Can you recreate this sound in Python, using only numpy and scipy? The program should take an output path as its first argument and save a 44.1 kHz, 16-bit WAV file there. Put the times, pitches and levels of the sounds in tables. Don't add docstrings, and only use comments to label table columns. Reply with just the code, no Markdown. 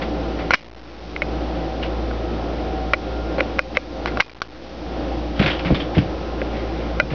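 import sys
import numpy as np
from scipy import signal
from scipy.fft import rfft, irfft, next_fast_len
from scipy.io import wavfile
from scipy.ndimage import uniform_filter1d, map_coordinates

SR = 44100
rng = np.random.default_rng(int(sys.argv[2]) if len(sys.argv) > 2 else 0)


def unload_audio(sound):
    columns = np.transpose(np.atleast_2d(sound))
    steps = np.round(np.clip(columns, -1, 1) * 32767)
    wavfile.write(sys.argv[1], SR, steps.astype(np.int16))


N = 314874

# frequency in Hz, relative spectral density in dB.
AIR_SPECTRUM = [(20, -25.5), (45, -12), (100, -10.5), (140, -7), (260, -3.5), (330, 1), (425, -6),
                (530, -3.5), (740, -6), (950, -13), (1350, -18), (2000, -22), (3500, -24.5), (5500, -37.5)]
# centre in Hz, width in Hz, boost in dB.
ROOM_MODES = [(80.2, 8, 13.5), (163.1, 18, 8), (220, 19, 3), (294.3, 18, 8), (338.4, 33, 4), (529.3, 23, 6),
              (803, 42, 4.5)]
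# time in seconds, rms level in dB.
HUM_LEVELS = [(0, -31.5), (.2, -28), (.45, -34), (.7, -26), (1.15, -32), (1.4, -27), (1.72, -32.5),
              (2, -25.5), (2.22, -29), (2.6, -28), (3.25, -29), (3.5, -31), (4.35, -31), (4.8, -32),
              (5.1, -28), (5.85, -32), (6.5, -29), (6.95, -28)]
# frequency in Hz, relative level in dB.
FAN_OVERTONES = [(113.0, -39), (172.3, -43.5), (226.1, -42), (306.8, -38), (398.4, -43), (457.6, -42.5),
                 (489.9, -40.5), (527.6, -43), (640.6, -42), (759.0, -39.5), (1050, -49), (1287, -48),
                 (1400, -47)]
# start in seconds, level in dB, pitch of the crease in Hz,
# rise and fade times in seconds.
PAPER_SCRAPES = [(.014, -20, 2130, 0.0051, .02), (0.384, -19.5, 2120, .025, 0.024),
                 (1.827, -22.5, 2830, 0.001, 0.021), (3.749, -23.5, 2290, 0.00055, .03),
                 (4.068, -17, 2150, .005, 0.015), (5.357, -29.5, 2980, 0.011, 0.045),
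                 (5.393, -16.5, 2236, .001, 0.028), (5.412, -24.5, 2380, 0.0039, 0.032),
                 (5.425, -25, 3660, .002, .012), (5.437, -23, 3900, .0006, 0.0071),
                 (5.46, -13.5, 2350, .0005, 0.014), (5.477, -20.5, 1940, .001, 0.027),
                 (5.499, -23.5, 3090, 0.0026, 0.056), (5.592, -25, 2330, .001, 0.013),
                 (5.647, -23.5, 2244, 0.0026, 0.058), (5.745, -20.5, 3435, 0.00055, 0.018),
                 (5.758, -29.5, 2436, 0.0046, 0.019), (5.8, -24.5, 3270, 0.001, 0.026),
                 (5.947, -25.5, 2100, 0.00083, 0.056), (5.98, -21, 2900, .0006, 0.019),
                 (6.52, -31.5, 2110, 0.026, 0.12), (6.739, -39.5, 2184, 0.028, 0.21),
                 (7.102, -27.5, 2410, .001, 0.059)]
# frequency in Hz, relative spectral density in dB.
PAPER_SPECTRUM = [(200, -15.5), (600, -9), (1400, -5), (2400, -8), (3400, -10), (4500, -16.5), (6000, -27),
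                  (7500, -12.5)]
# start in seconds, level in dB, sharp edge in dB, hollow knock in dB,
# slip time in seconds, favoured pitch in Hz, share of the free shell's ring time,
# after-ring frequency in Hz, after-ring level in dB.
CASING_CLICKS = [(0.5074, -3.5, 9, 1.5, 0.0013, 1210, 0.97, 2450, -32.5),
                 (.518, -15, 8.5, -13, 0.025, 2290, 1, 2790, -23),
                 (0.5347, -11, -1, 1.5, 0.0015, 593, 0.89, 2780, -31),
                 (.5365, 10, 10.5, -7, 0.002, 1916, .8, 2480, -17.5),
                 (.5404, 6, 11.5, -10.5, 0.0019, 2220, 0.71, 2830, -24),
                 (.5435, 20, 13.5, -11.5, 0.0022, 2080, 0.68, 2867, -17),
                 (0.5547, -1.5, 17.5, -15.5, .001, 2220, .7, 2860, -23.5),
                 (1.1632, -14.5, -8.5, 2.5, .001, 2155, 0.86, 2460, -32.5),
                 (1.22, -10, 4.5, 6.5, 0.0018, 2130, 1.2, 2494, -20.5),
                 (2.112, -26, 2, 3.5, 0.00098, 1346, 1.2, 2490, -34),
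                 (2.9349, -3, -16.5, 0.5, 0.00075, 1580, 0.8, 2470, -33.5),
                 (2.9365, -2.5, -11, 2, .002, 2110, 1.3, 2460, -25.5),
                 (3.383, -16.5, -20, 13.5, 0.0045, 702, 1, 2400, -35.5),
                 (3.395, -22.5, -17.5, 6.5, .002, 1775, 0.92, 2394, -36.5),
                 (3.404, -17.5, -22, 2.5, 0.00089, 2150, 0.77, 2454, -32.5),
                 (3.4069, -9.5, -2, 14, .0007, 1950, 0.83, 2494, -31),
                 (3.5867, -22.5, -8, -2, 0.0032, 1775, .8, 2400, -31.5),
                 (3.5921, 4, -0.5, 11, .0005, 1910, 0.99, 2406, -27),
                 (3.771, 4.5, -4.5, 9.5, 0.0011, 2320, 1, 2420, -25.5),
                 (4.059, -12.5, 6, -3.5, 0.00016, 884, 1, 2420, -31),
                 (4.12, -32, 5, 5, .0007, 1486, 1.1, 2510, -33),
                 (4.1728, -16, 2.5, -4.5, 0.0011, 1116, 0.88, 2390, -27),
                 (4.2002, -12, -1.5, -9, 0.00084, 1253, 1.2, 2515, -28.5),
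                 (4.2042, -2.5, 11.5, -1.5, 0.0013, 2000, .8, 2440, -33),
                 (4.2056, 20.5, 14.5, -13.5, .0025, 2010, 0.57, 2460, -19),
                 (4.223, -1, 10.5, -10, .0005, 1200, .6, 2535, -25.5),
                 (4.296, -12, -10, -12, 0.0011, 2320, 1, 2335, -16.5),
                 (4.4183, 6, 19.5, -7, .001, 1360, 1, 2850, -19),
                 (6.417, -20, -15, 17, .001, 1950, 1, 2490, -31),
                 (7.0, -.5, -15.5, 7.5, 0.0018, 1870, 1.4, 2420, -19.5)]
# frequency in Hz, level in dB, T60 in seconds.
CASING_MODES = [(516, -5, 0.04), (611, -8, 0.034), (815, -7.5, 0.0085), (1154, -10.5, 0.032),
                (1453, -2.5, 0.025), (1612, -5, 0.021), (2060, -2, .011), (2244, -1, 0.012),
                (2476, -6.5, 0.0071), (2940, -9.5, .013), (4060, 1, 0.007)]
# start in seconds, level in dB, contact time in seconds (short for
BODY_LANDINGS = [(5.399, -5.5, 0.0011, 0.18), (5.409, -10, 0.00028, .45), (5.448, -17.5, .002, 0.41),
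                 (5.463, -19.5, .0002, 0.77), (5.658, -18.5, .001, 0.94), (5.7043, -8.5, 0.00016, .4),
                 (5.718, -7.5, 0.0041, 1), (5.9669, -10.5, 0.00061, .7), (5.979, -3, .003, 1),
                 (7.027, -16.5, 0.0065, .6), (7.112, -16.5, .007, 1), (7.134, -5.5, .0008, 0.82)]
# frequency in Hz, level in dB, T60 in seconds.
FLOOR_MODES = [(76.4, -7.5, 0.077), (114.8, -4, 0.083), (134.2, -1.5, .14), (186.6, -2.5, .17),
               (250, -4, 0.076), (295.6, -3.5, .11), (382, -5.5, 0.067), (508, -2, .05), (696, -4, .04),
               (1120, -6.5, .016)]
# start in seconds, level in dB, rise and fade times in seconds.
SCUFFLE_BURSTS = [(5.408, -16, 0.0046, .075), (5.645, -25, 0.0059, 0.044), (5.76, -26.5, 0.011, .06)]
TOP_HZ = 7386


def amp(db):
    return 10 ** (np.asarray(db) / 20)


def unit(x):
    return x / np.sqrt(np.mean(x ** 2) + 1e-20)


def running_rms(x, window_s=0.002):
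    return np.sqrt(np.abs(uniform_filter1d(x ** 2, round(window_s * SR), mode="constant")) + 1e-12)


def spectrum_db(points, hz):
    knots_hz, db = np.transpose(points)
    return np.interp(np.log(hz + 1), np.log(knots_hz + 1), db)


def wobble(knots_per_s):
    knots = rng.standard_normal(int(N * knots_per_s / SR) + 4)
    return map_coordinates(knots, [np.arange(N) * knots_per_s / SR])


def filtered(x, response):
    size = next_fast_len(len(x) + SR // 8)
    return irfft(rfft(x, size) * response(np.fft.rfftfreq(size, 1 / SR)), size)[:len(x)]


def passband(x, order, hz, kind):
    return signal.sosfilt(signal.butter(order, hz, kind, fs=SR, output="sos"), x)


def driven(force, impulse_response):
    return signal.fftconvolve(force, impulse_response)[:len(force)]


def add(track, start_s, sound):
    span = track[round(start_s * SR):][:len(sound)]
    span += sound[:len(span)]


def damped(modes, share):
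    return [(hz, db, t60 * share) for hz, db, t60 in modes]


def ring(modes, t, scatter_db, detune):
    hz, db, t60 = np.transpose(modes)[:, :, None]
    size, shift = rng.standard_normal((2, len(modes), 1))
    envelope = amp(db + scatter_db * size) * np.exp(-np.log(1000) * t / t60)
    return envelope * np.sin(2 * np.pi * hz * (1 + detune * shift) * t)


def fan(motor_hz=58.3, air_db=-27.5, whine_db=-4, drift_rad=0.6):
    t = np.arange(N) / SR
    room_db = lambda hz: sum(db / (1 + (2 * (hz - centre) / width) ** 2)
                             for centre, width, db in ROOM_MODES)
    air = unit(filtered(rng.standard_normal(N), lambda hz: amp(spectrum_db(AIR_SPECTRUM, hz) + room_db(hz))))
    hum_db = np.interp(t, *np.transpose(HUM_LEVELS)) + wobble(6.6)
    hum = amp(hum_db) * np.sin(2 * np.pi * motor_hz * t + 0.15 * wobble(10))
    whine = sum(amp(db + whine_db + 3.2 * wobble(4)) * np.sin(2 * np.pi * hz * t + drift_rad * wobble(9))
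                for hz, db in FAN_OVERTONES)
    return amp(air_db + 0.76 * wobble(9.3)) * air + np.sqrt(2) * (hum + whine)


def paper_scrapes(half_width_hz=280, grit_db=2.0, clump_db=0.3):
    out, t = np.zeros(N), np.arange(SR // 2) / SR
    grains = rng.standard_normal(N) * amp(grit_db * wobble(1500) - clump_db * wobble(170))
    grains = np.resize(grains, N + SR)
    for start, db, pitch_hz, rise, fade in PAPER_SCRAPES:
        peak_db = 8 + 8.5 * np.log2(pitch_hz / 2200)
        crease_db = lambda hz: peak_db / (1 + ((hz - pitch_hz) / half_width_hz) ** 2)
        colour = lambda hz: amp(spectrum_db(PAPER_SPECTRUM, hz) + crease_db(hz))
        slips = unit(filtered(grains[round(start * SR):][:len(t)], colour))
        add(out, start, amp(db) * slips * (1 - np.exp(-t / rise)) * np.exp(-t / fade))
    return out


def casing_clicks(focus_db=8, focus_octaves=0.49, crack_db=-8, crack_decay_s=0.0025, grit=0.14):
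    out, t = np.zeros(N), np.arange(SR // 6) / SR
    for start, db, edge_db, knock_db, slip, pitch_hz, share, ring_hz, ring_db in CASING_CLICKS:
        snap_mode = (pitch_hz, 2, 0.004)
        after_ring = (ring_hz, ring_db, 0.12)
        modes = damped(CASING_MODES, share) + [snap_mode, after_ring]
        hollow, second_hollow, *upper = ring(modes, t, scatter_db=1.5, detune=0.015)
        shell = amp(knock_db) * (second_hollow - hollow) + sum(upper)
        shell = passband(shell, 1, 340, "high")
        shell = passband(shell, 4, 3540, "low")
        crack = amp(edge_db + crack_db) * rng.standard_normal(len(t)) * np.exp(-t / crack_decay_s)
        force = grit * rng.standard_normal(len(t)) * (t / slip) * np.exp(-t / slip)
        force[0] = 1
        nearness = lambda hz: np.exp(-(np.log2((hz + 1) / pitch_hz) / focus_octaves) ** 2)
        colour = lambda hz: amp(focus_db * nearness(hz)) / (1 + (hz / TOP_HZ) ** 10)
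        click = filtered(driven(force, shell + crack), colour)
        add(out, start, amp(db) * click / running_rms(click).max())
    return out


def floor_response(t, share, scatter_db, detune):
    signs = (-1) ** np.arange(len(FLOOR_MODES))
    return signs @ ring(damped(FLOOR_MODES, share), t, scatter_db, detune)


def body_thumps(rattle=0.014, rattle_decay_s=0.035, low_cut_hz=38):
    out, t = np.zeros(N), np.arange(SR // 4) / SR
    for start, db, contact, share in BODY_LANDINGS:
        floor = floor_response(t, share, scatter_db=3.0, detune=0.012)
        blow = rattle * rng.standard_normal(len(t)) * np.exp(-t / (rattle_decay_s * share))
        blow[0] = 1
        force = driven(blow, np.exp(-t / contact))
        thud = passband(driven(force, floor), 2, low_cut_hz, "high")
        add(out, start, amp(db) * thud / running_rms(thud).max())
    return out


def scuffle(blows_per_s=500, ring_share=0.37, low_hz=180, high_hz=1300):
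    out, t = np.zeros(N), np.arange(SR // 2) / SR
    for start, db, rise, fade in SCUFFLE_BURSTS:
        floor = floor_response(t, ring_share, scatter_db=-0.5, detune=0.03)
        blows = rng.standard_normal(len(t)) * (rng.random(len(t)) < blows_per_s / SR)
        patter = passband(driven(blows, floor), 2, (low_hz, high_hz), "band")
        add(out, start, amp(db) * unit(patter) * (1 - np.exp(-t / rise)) * np.exp(-t / fade))
    return out


def scene():
    return (fan() + paper_scrapes() + body_thumps() + scuffle() + casing_clicks())[None]


def gain_control(x, threshold_db=-7.0, recovery_db_per_s=36, attack_s=0.0003):
    climb_db = recovery_db_per_s * np.arange(N) / SR
    excess_db = np.maximum(20 * np.log10(running_rms(x)) - threshold_db, 0)
    cut_db = np.maximum.accumulate(excess_db + climb_db) - climb_db
    pole = np.exp(-1 / (attack_s * SR))
    return x * amp(-signal.lfilter([1 - pole], [1, -pole], cut_db))


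def converter(x, decimation=3, step=1 / 52):
    offset = step * (-0.33 + 0.03 * wobble(45))
    slow = signal.resample_poly(x + offset, 1, decimation)
    coarse = np.round(slow / step) * step
    return signal.resample_poly(coarse, decimation, 1)[:N]


def record(dry, ceiling=0.87, corner_hz=5600):
    ducked = gain_control(dry[0])
    saturated = ducked / (1 + (ducked / ceiling) ** 12) ** (1 / 12)
    band_limit = lambda hz: (hz < TOP_HZ) / np.sqrt(1 + (hz / corner_hz) ** 28)
    return filtered(converter(saturated), band_limit)[None]


dry = scene()
out = record(dry)
unload_audio(out)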